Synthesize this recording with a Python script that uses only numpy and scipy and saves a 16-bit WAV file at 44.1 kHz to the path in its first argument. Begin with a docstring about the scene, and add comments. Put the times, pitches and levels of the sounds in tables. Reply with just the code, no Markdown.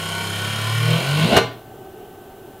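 """A small room, the microphone close to a hard round base, the stereo image almost mono.
A heavy steel disc wobbles on its rim, faster and faster, and slaps flat after about 1.4 s.
Its weight shakes the base into a hum. The contact point runs over the same rough track each turn:
the base knocks, the metal rings, the rim hisses and whirrs. After the landing the base rings on,
the room answers briefly, and a soft wavering hum remains."""
import sys
import numpy as np
from scipy import signal
from scipy.fft import rfft, irfft
from scipy.io import wavfile
from scipy.ndimage import map_coordinates

SR = 44100
rng = np.random.default_rng(int(sys.argv[2]) if len(sys.argv) > 2 else 0)


def file_out(sig):
    """Save sig as 16-bit WAV at sys.argv[1]."""
    # one column per channel
    cols = np.atleast_2d(sig).T
    # limit, then scale
    lim = np.clip(cols, -1, 1)
    pcm = np.round(lim * 32767).astype(np.int16)
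    wavfile.write(sys.argv[1], SR, pcm)


N = 114660
T = np.arange(N) / SR


def amp(db):
    """Decibels to gain."""
    return 10 ** (np.asarray(db) / 20)


def unit(x):
    """Scales to rms 1."""
    return x / np.sqrt(np.mean(x ** 2) + 1e-20)


def curve(rows, t=T, column=1):
    """Reads one column of a table over time."""
    rows = np.array(rows)
    return np.interp(t, rows[:, 0], rows[:, column])


def at_frequency(rows, hz):
    """Reads a table on a log-frequency axis."""
    f, value = np.transpose(rows)
    return np.interp(np.log(hz + 1), np.log(f + 1), value)


def colour(x, spectrum, peaks=(), size=8192):
    """Minimum-phase filter: a broad spectrum with resonances on top."""
    hz = abs(np.fft.fftfreq(size, 1 / SR))
    resonances = sum(amp(db) ** 2 / (1 + ((hz - f) / width) ** 2) ** 2 for f, width, db in peaks)
    log_gain = .5 * np.log(amp(at_frequency(spectrum, hz)) ** 2 + resonances)
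    taps = np.fft.ifft(np.exp(np.conj(signal.hilbert(log_gain)))).real
    return signal.fftconvolve(x, taps[:size // 2])[:N]


def noise(spectrum):
    """Coloured noise at rms 1."""
    return unit(colour(rng.standard_normal(N), spectrum))


def rolling(stop_s=1.3877, fade_s=.0046):
    """One while the disc rolls, dying quickly once it lies flat."""
    return np.exp(-np.maximum(T - stop_s, 0) / fade_s)


LEAD_S = .022  # the contact point runs this far ahead of the hum
# rate of the wobble: t/s, f/Hz
WOBBLE_RATE = [(0, 32.11), (.4, 34.28), (.7, 36.63), (.95, 40.1), (1.1, 46.87), (1.24, 53.65),
               (1.31, 66.65), (1.37, 92)]

def turns(lead_s=0):
    """Number of wobbles so far."""
    return np.cumsum(curve(WOBBLE_RATE, T + lead_s)) / SR


# third and fourth harmonics of the wobble: t/s, level/dB
HUM_THIRD = [(0, -37), (.22, -34), (.42, -30), (.55, -30), (.75, -22), (.91, -18.5), (.96, -23), (1.0, -31),
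             (1.07, -28.5), (1.095, -21), (1.17, -19.5), (1.255, -14), (1.285, -37.5), (1.335, -18),
             (1.37, -48)]
HUM_FOURTH = [(0, -58), (.27, -58), (.48, -33.5), (.65, -39), (.82, -27.5), (.92, -19), (.97, -20.5),
              (1.02, -37), (1.15, -46), (1.22, -46), (1.3, -33)]
# resonances of the base that the weak harmonics cross: f/Hz, level/dB
BASE_RESPONSE = [(65, -57), (85, -64), (96, -39), (113, -26), (162, -36), (178, -40), (188, -50.5),
                 (212, -39), (228, -52), (390, -31)]

def base_hum():
    """The circling weight shakes the base at low multiples of the wobble."""
    angle, rate = 2 * np.pi * turns(), curve(WOBBLE_RATE)
    strong = amp(curve(HUM_THIRD)) * np.cos(3 * angle) + amp(curve(HUM_FOURTH)) * np.cos(4 * angle)
    weak = sum(amp(at_frequency(BASE_RESPONSE, k * rate)) * np.cos(k * angle) for k in (2, 5, 6))
    return np.sqrt(2) * (strong + weak) * rolling()


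def rough_track(fresh, bumps_per_turn, likeness=.948):
    """Roughness under the contact point: nearly the same on every turn, plus some fresh noise."""
    laps = rng.standard_normal((256, bumps_per_turn))  # one row a turn
    renewal = np.sqrt(1 - likeness ** 2)
    laps, _ = signal.lfilter([renewal], [1, -likeness], laps, axis=0, zi=likeness * laps[-1:])
    bumps = np.sqrt(1 - fresh ** 2) * laps.ravel() + fresh * rng.standard_normal(laps.size)
    return map_coordinates(bumps, [turns(LEAD_S) * bumps_per_turn], order=3, mode="wrap")


# rolling noise: t/s, knock level/dB, ring level/dB
RATTLE_LEVELS = [(0, -40.5, -32), (.3, -39, -31.5), (.55, -39, -30), (.8, -38.5, -29), (.92, -29.5, -26),
                 (1.03, -31, -28), (1.16, -33, -26.5), (1.24, -28, -23), (1.295, -25, -25.5),
                 (1.335, -15.5, -18.5), (1.355, -13.5, -18.5), (1.375, -17, -13)]
# spectrum of the low knock: f/Hz, relative level/dB
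KNOCK_SPECTRUM = [(30, -45), (45, -24), (60, -14), (110, -6), (200, -5.5), (245, -11.5), (290, -9),
                  (345, 2), (400, -3), (470, -0.5), (540, -4.5), (680, 2), (780, -6), (860, -4),
                  (1000, -14), (1500, -41), (4000, -53.5)]
# resonances of disc and base: f/Hz, width/Hz, relative level/dB
RING_MODES = [(940, 41, -7.5), (1100, 54, -1.5), (1468, 84, 2), (1833, 62, -5), (2312, 74, -0.5),
              (2840, 240, -6.5), (3135, 116, 2.5), (3750, 81, -7), (4175, 124, -8), (5230, 240, -14)]
# broad spectrum under those resonances: f/Hz, relative level/dB
FREE_SPECTRUM = [(100, -21), (600, -29), (1000, -35), (2000, -8.5), (3000, -14.5), (4400, -15.5),
                 (5700, -23), (8000, -29.5), (16000, -23)]
# broader ring of the nearly flat disc, damped by the base: f/Hz, relative level/dB
DAMPED_SPECTRUM = [(100, -39), (600, -18), (900, -4.5), (1060, 4.5), (1280, -10), (1450, 2.5), (1650, -9),
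                   (1950, -6), (2250, -0.5), (2500, -6), (2760, 3), (3100, -3), (3500, -7), (4100, -4.5),
                   (5300, -19), (8000, -27.5), (16000, -47)]

def rattle():
    """The rough track knocks on the base and rings the metal, more dully as the disc sinks."""
    knock = unit(colour(rough_track(fresh=.47, bumps_per_turn=256), KNOCK_SPECTRUM))
    swell = amp(2 * np.cos(2 * np.pi * (turns(LEAD_S) - .06)))  # once a turn
    free = unit(colour(rough_track(fresh=.39, bumps_per_turn=768) * swell, FREE_SPECTRUM, RING_MODES))
    damped = unit(colour(rough_track(fresh=.39, bumps_per_turn=768) * swell, DAMPED_SPECTRUM))
    flatness = np.interp(T, [.74, 1.33], [0, 1])
    ring = np.sqrt(1 - flatness) * free + np.sqrt(flatness) * damped
    return (knock * amp(curve(RATTLE_LEVELS)) + ring * amp(curve(RATTLE_LEVELS, column=2))) * rolling()


# spectra of the rim's hiss and scuff: f/Hz, relative level/dB
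HISS_SPECTRUM = [(2000, -43), (5000, 2), (5900, -3), (6750, 3.5), (7600, -1.5), (8600, 2), (9900, 1.5),
                 (11000, -2.5), (12000, 0), (13500, -6.5), (14300, -15), (16000, -25)]
SCUFF_SPECTRUM = [(3000, -18), (5500, -20), (6750, 6.5), (7600, -5), (8900, 7.5), (10000, 0), (11000, -9),
                  (13000, -12), (16000, -20)]

def rim_hiss(hiss_db=-39.5, scuff_db=-35, scuff_at_turn=.98, width_turns=.082):
    """The rolling rim hisses finely, with one brighter scuff on every turn."""
    turns_from_scuff = (turns(LEAD_S) - scuff_at_turn + .5) % 1 - .5
    scuff = noise(SCUFF_SPECTRUM) * np.exp(-(turns_from_scuff / width_turns) ** 2)
    return (amp(hiss_db) * noise(HISS_SPECTRUM) + amp(scuff_db) * scuff) * rolling()


# whirr of the rim: t/s, level/dB
WHIRR_LEVEL = [(0, -50), (.2, -38), (.5, -46), (.7, -35), (.85, -42.5), (1.0, -57)]

def rim_whirr(harmonic=28):
    """A regular ripple on the rim sings a rising line at a high multiple of the wobble."""
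    return np.sqrt(2) * amp(curve(WHIRR_LEVEL)) * np.sin(2 * np.pi * harmonic * turns()) * rolling()


# reverberation of the small room: f/Hz, T60/s
ROOM_DECAY = [(100, 0.37), (400, 0.4), (1500, 0.35), (4000, 0.37), (8000, 0.29), (15000, 0.15)]

def room(x, onset_s=.0036):
    """A dense, diffuse tail, each band dying at its own speed."""
    hz, t, bands = signal.stft(rng.standard_normal(SR), SR, nperseg=256)
    decay = amp(-60 * t / at_frequency(ROOM_DECAY, hz)[:, None])
    _, tail = signal.istft(bands * decay, SR)
    tail *= np.minimum(np.arange(len(tail)) / SR / onset_s, 1) ** 2
    return signal.fftconvolve(x, tail / np.linalg.norm(tail))[:N]


# steady noise of the room: f/Hz, relative level/dB
FLOOR_SPECTRUM = [(20, -8), (55, -9), (90, -2), (122, 0), (170, -3.5), (280, -4.5), (400, 0.5), (530, -11),
                  (600, -4), (850, -6.5), (1000, -17.5), (1200, -14), (1500, -19), (1750, -20.5),
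                  (2300, -26.5), (3000, -21.5), (4800, -32), (10000, -30), (15500, -24.5)]
# bands of background hum: f/Hz, width/Hz, level/dB before the swell
DRONE_BANDS = [(378, 43, -44.5), (437, 46, -51.5), (764, 43, -48.5), (2870, 500, -67)]
# swell of all those bands: t/s, gain/dB
DRONE_SWELL = [(0, -3.5), (1.65, -7.5), (1.8, 2.5), (1.9, -2.5), (2.03, 5), (2.15, -2.5), (2.45, -1),
               (2.6, -5.5)]

def room_tone(floor_db=-42.5, whine_hz=1532, whine_db=-58.5):
    """Behind the disc: soft noise, wavering bands of hum and a faint steady whine."""
    hz = np.fft.rfftfreq(N, 1 / SR)
    drone = np.zeros(N)
    for f, width, db in DRONE_BANDS:
        band = rfft(rng.standard_normal(N)) / np.sqrt(1 + (2 * (hz - f) / width) ** 4)
        drone += amp(db) * unit(irfft(band, N))
    whine = amp(whine_db) * unit(np.sin(2 * np.pi * whine_hz * T))
    return amp(floor_db) * noise(FLOOR_SPECTRUM) + drone * amp(curve(DRONE_SWELL)) + whine


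def contacts(hits, spectrum, decay_s=.0045):
    """Sharp contacts of metal on the base, each a short burst of noise."""
    force = sum(amp(db) * (T >= at_s) * np.exp(-abs(T - at_s) / decay_s) for at_s, db in hits)
    grain = rng.choice([-1, 1], N)
    return colour(grain * force, spectrum) / np.std(colour(grain, spectrum))


# grit under the rim: t/s, level/dB
GRIT_HITS = [(.904, -32), (1.197, -30)]

def grit():
    """The rim ticks over grit, as bright as its hiss."""
    return contacts(GRIT_HITS, HISS_SPECTRUM)


# shudder of the base: t/s, level/dB
SHUDDER_LEVEL = [(1.1, -56), (1.2, -27), (1.29, -30), (1.335, -27.5), (1.375, -25.5)]
# its spectrum: f/Hz, relative level/dB
SHUDDER_SPECTRUM = [(25, -62), (42, -32), (55, -10), (75, -26), (105, -5), (160, -2), (210, 0.5),
                    (260, -11.5), (500, -25), (2000, -60)]

def base_shudder():
    """The base rumbles under the last turns, as the disc gets close to flat."""
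    return noise(SHUDDER_SPECTRUM) * amp(curve(SHUDDER_LEVEL)) * rolling()


# modes that ring on after the landing: f/Hz, level/dB, T60/s
BASE_MODES = [(97.8, -21, 0.25), (123, -24.5, 0.85), (164, -21, 0.37), (326, -17.5, 0.078),
              (472, -13.5, 0.33), (854, -24, 0.34), (1076, -20, .2), (1195, -31, 0.55), (1447, -30, 0.41)]

def base_ring(start_s=1.355, rise_s=.016, sag_per_s=.248):
    """Modes of the base and table swell during the landing, sag in pitch and die away."""
    age = np.maximum(T - start_s, 0)
    rise = np.sin(np.pi / 2 * np.minimum(age / rise_s, 1)) ** 2
    slowed = age - sag_per_s * age ** 2 / 2  # each mode loses this share of its pitch a second
    return rise * sum(amp(db - 60 * age / t60) * np.sin(2 * np.pi * (hz * slowed + rng.random()))
                      for hz, db, t60 in BASE_MODES)


# contacts of the landing: t/s, level/dB
SLAP_HITS = [(1.3658, -7), (1.369, -10.5), (1.374, -7), (1.38, -28), (1.389, -22)]
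# their spectrum: f/Hz, relative level/dB
SLAP_SPECTRUM = [(30, -36), (60, -25), (100, -3), (400, 16), (1400, 10), (3000, -2.5), (5500, -7),
                 (9500, -11.5), (12000, -10), (16000, -25)]

def slap():
    """The disc lands flat in a quick cluster of contacts."""
    return contacts(SLAP_HITS, SLAP_SPECTRUM)


# faint difference between the two channels, stronger in the treble: f/Hz, side level/dB
SIDE_SPECTRUM = [(30, -20), (100, -47), (500, -36), (1500, -34), (4000, -30), (12000, -17.5)]

def scene():
    """Disc and room from close by, almost mono."""
    body = rattle() + base_shudder()
    bright = rim_hiss() + slap() + grit()
    tones = base_hum() + rim_whirr() + base_ring()
    reflections = room(amp(-6) * body + amp(-10) * bright)
    mid = tones + body + bright + reflections + room_tone()
    side = colour(room(mid), SIDE_SPECTRUM) + amp(-65.5) * rng.standard_normal(N)
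    return np.array([mid + side, mid - side])


def record(dry, cutoff_hz=15800):
    """The microphone signal clips at full scale, then passes a steep low-pass."""
    lowpass = signal.firwin(511, cutoff_hz, window=("kaiser", 9), fs=SR)
    return signal.oaconvolve(np.clip(dry, -1, 1), lowpass[None], "same")


dry = scene()
out = record(dry)
file_out(out)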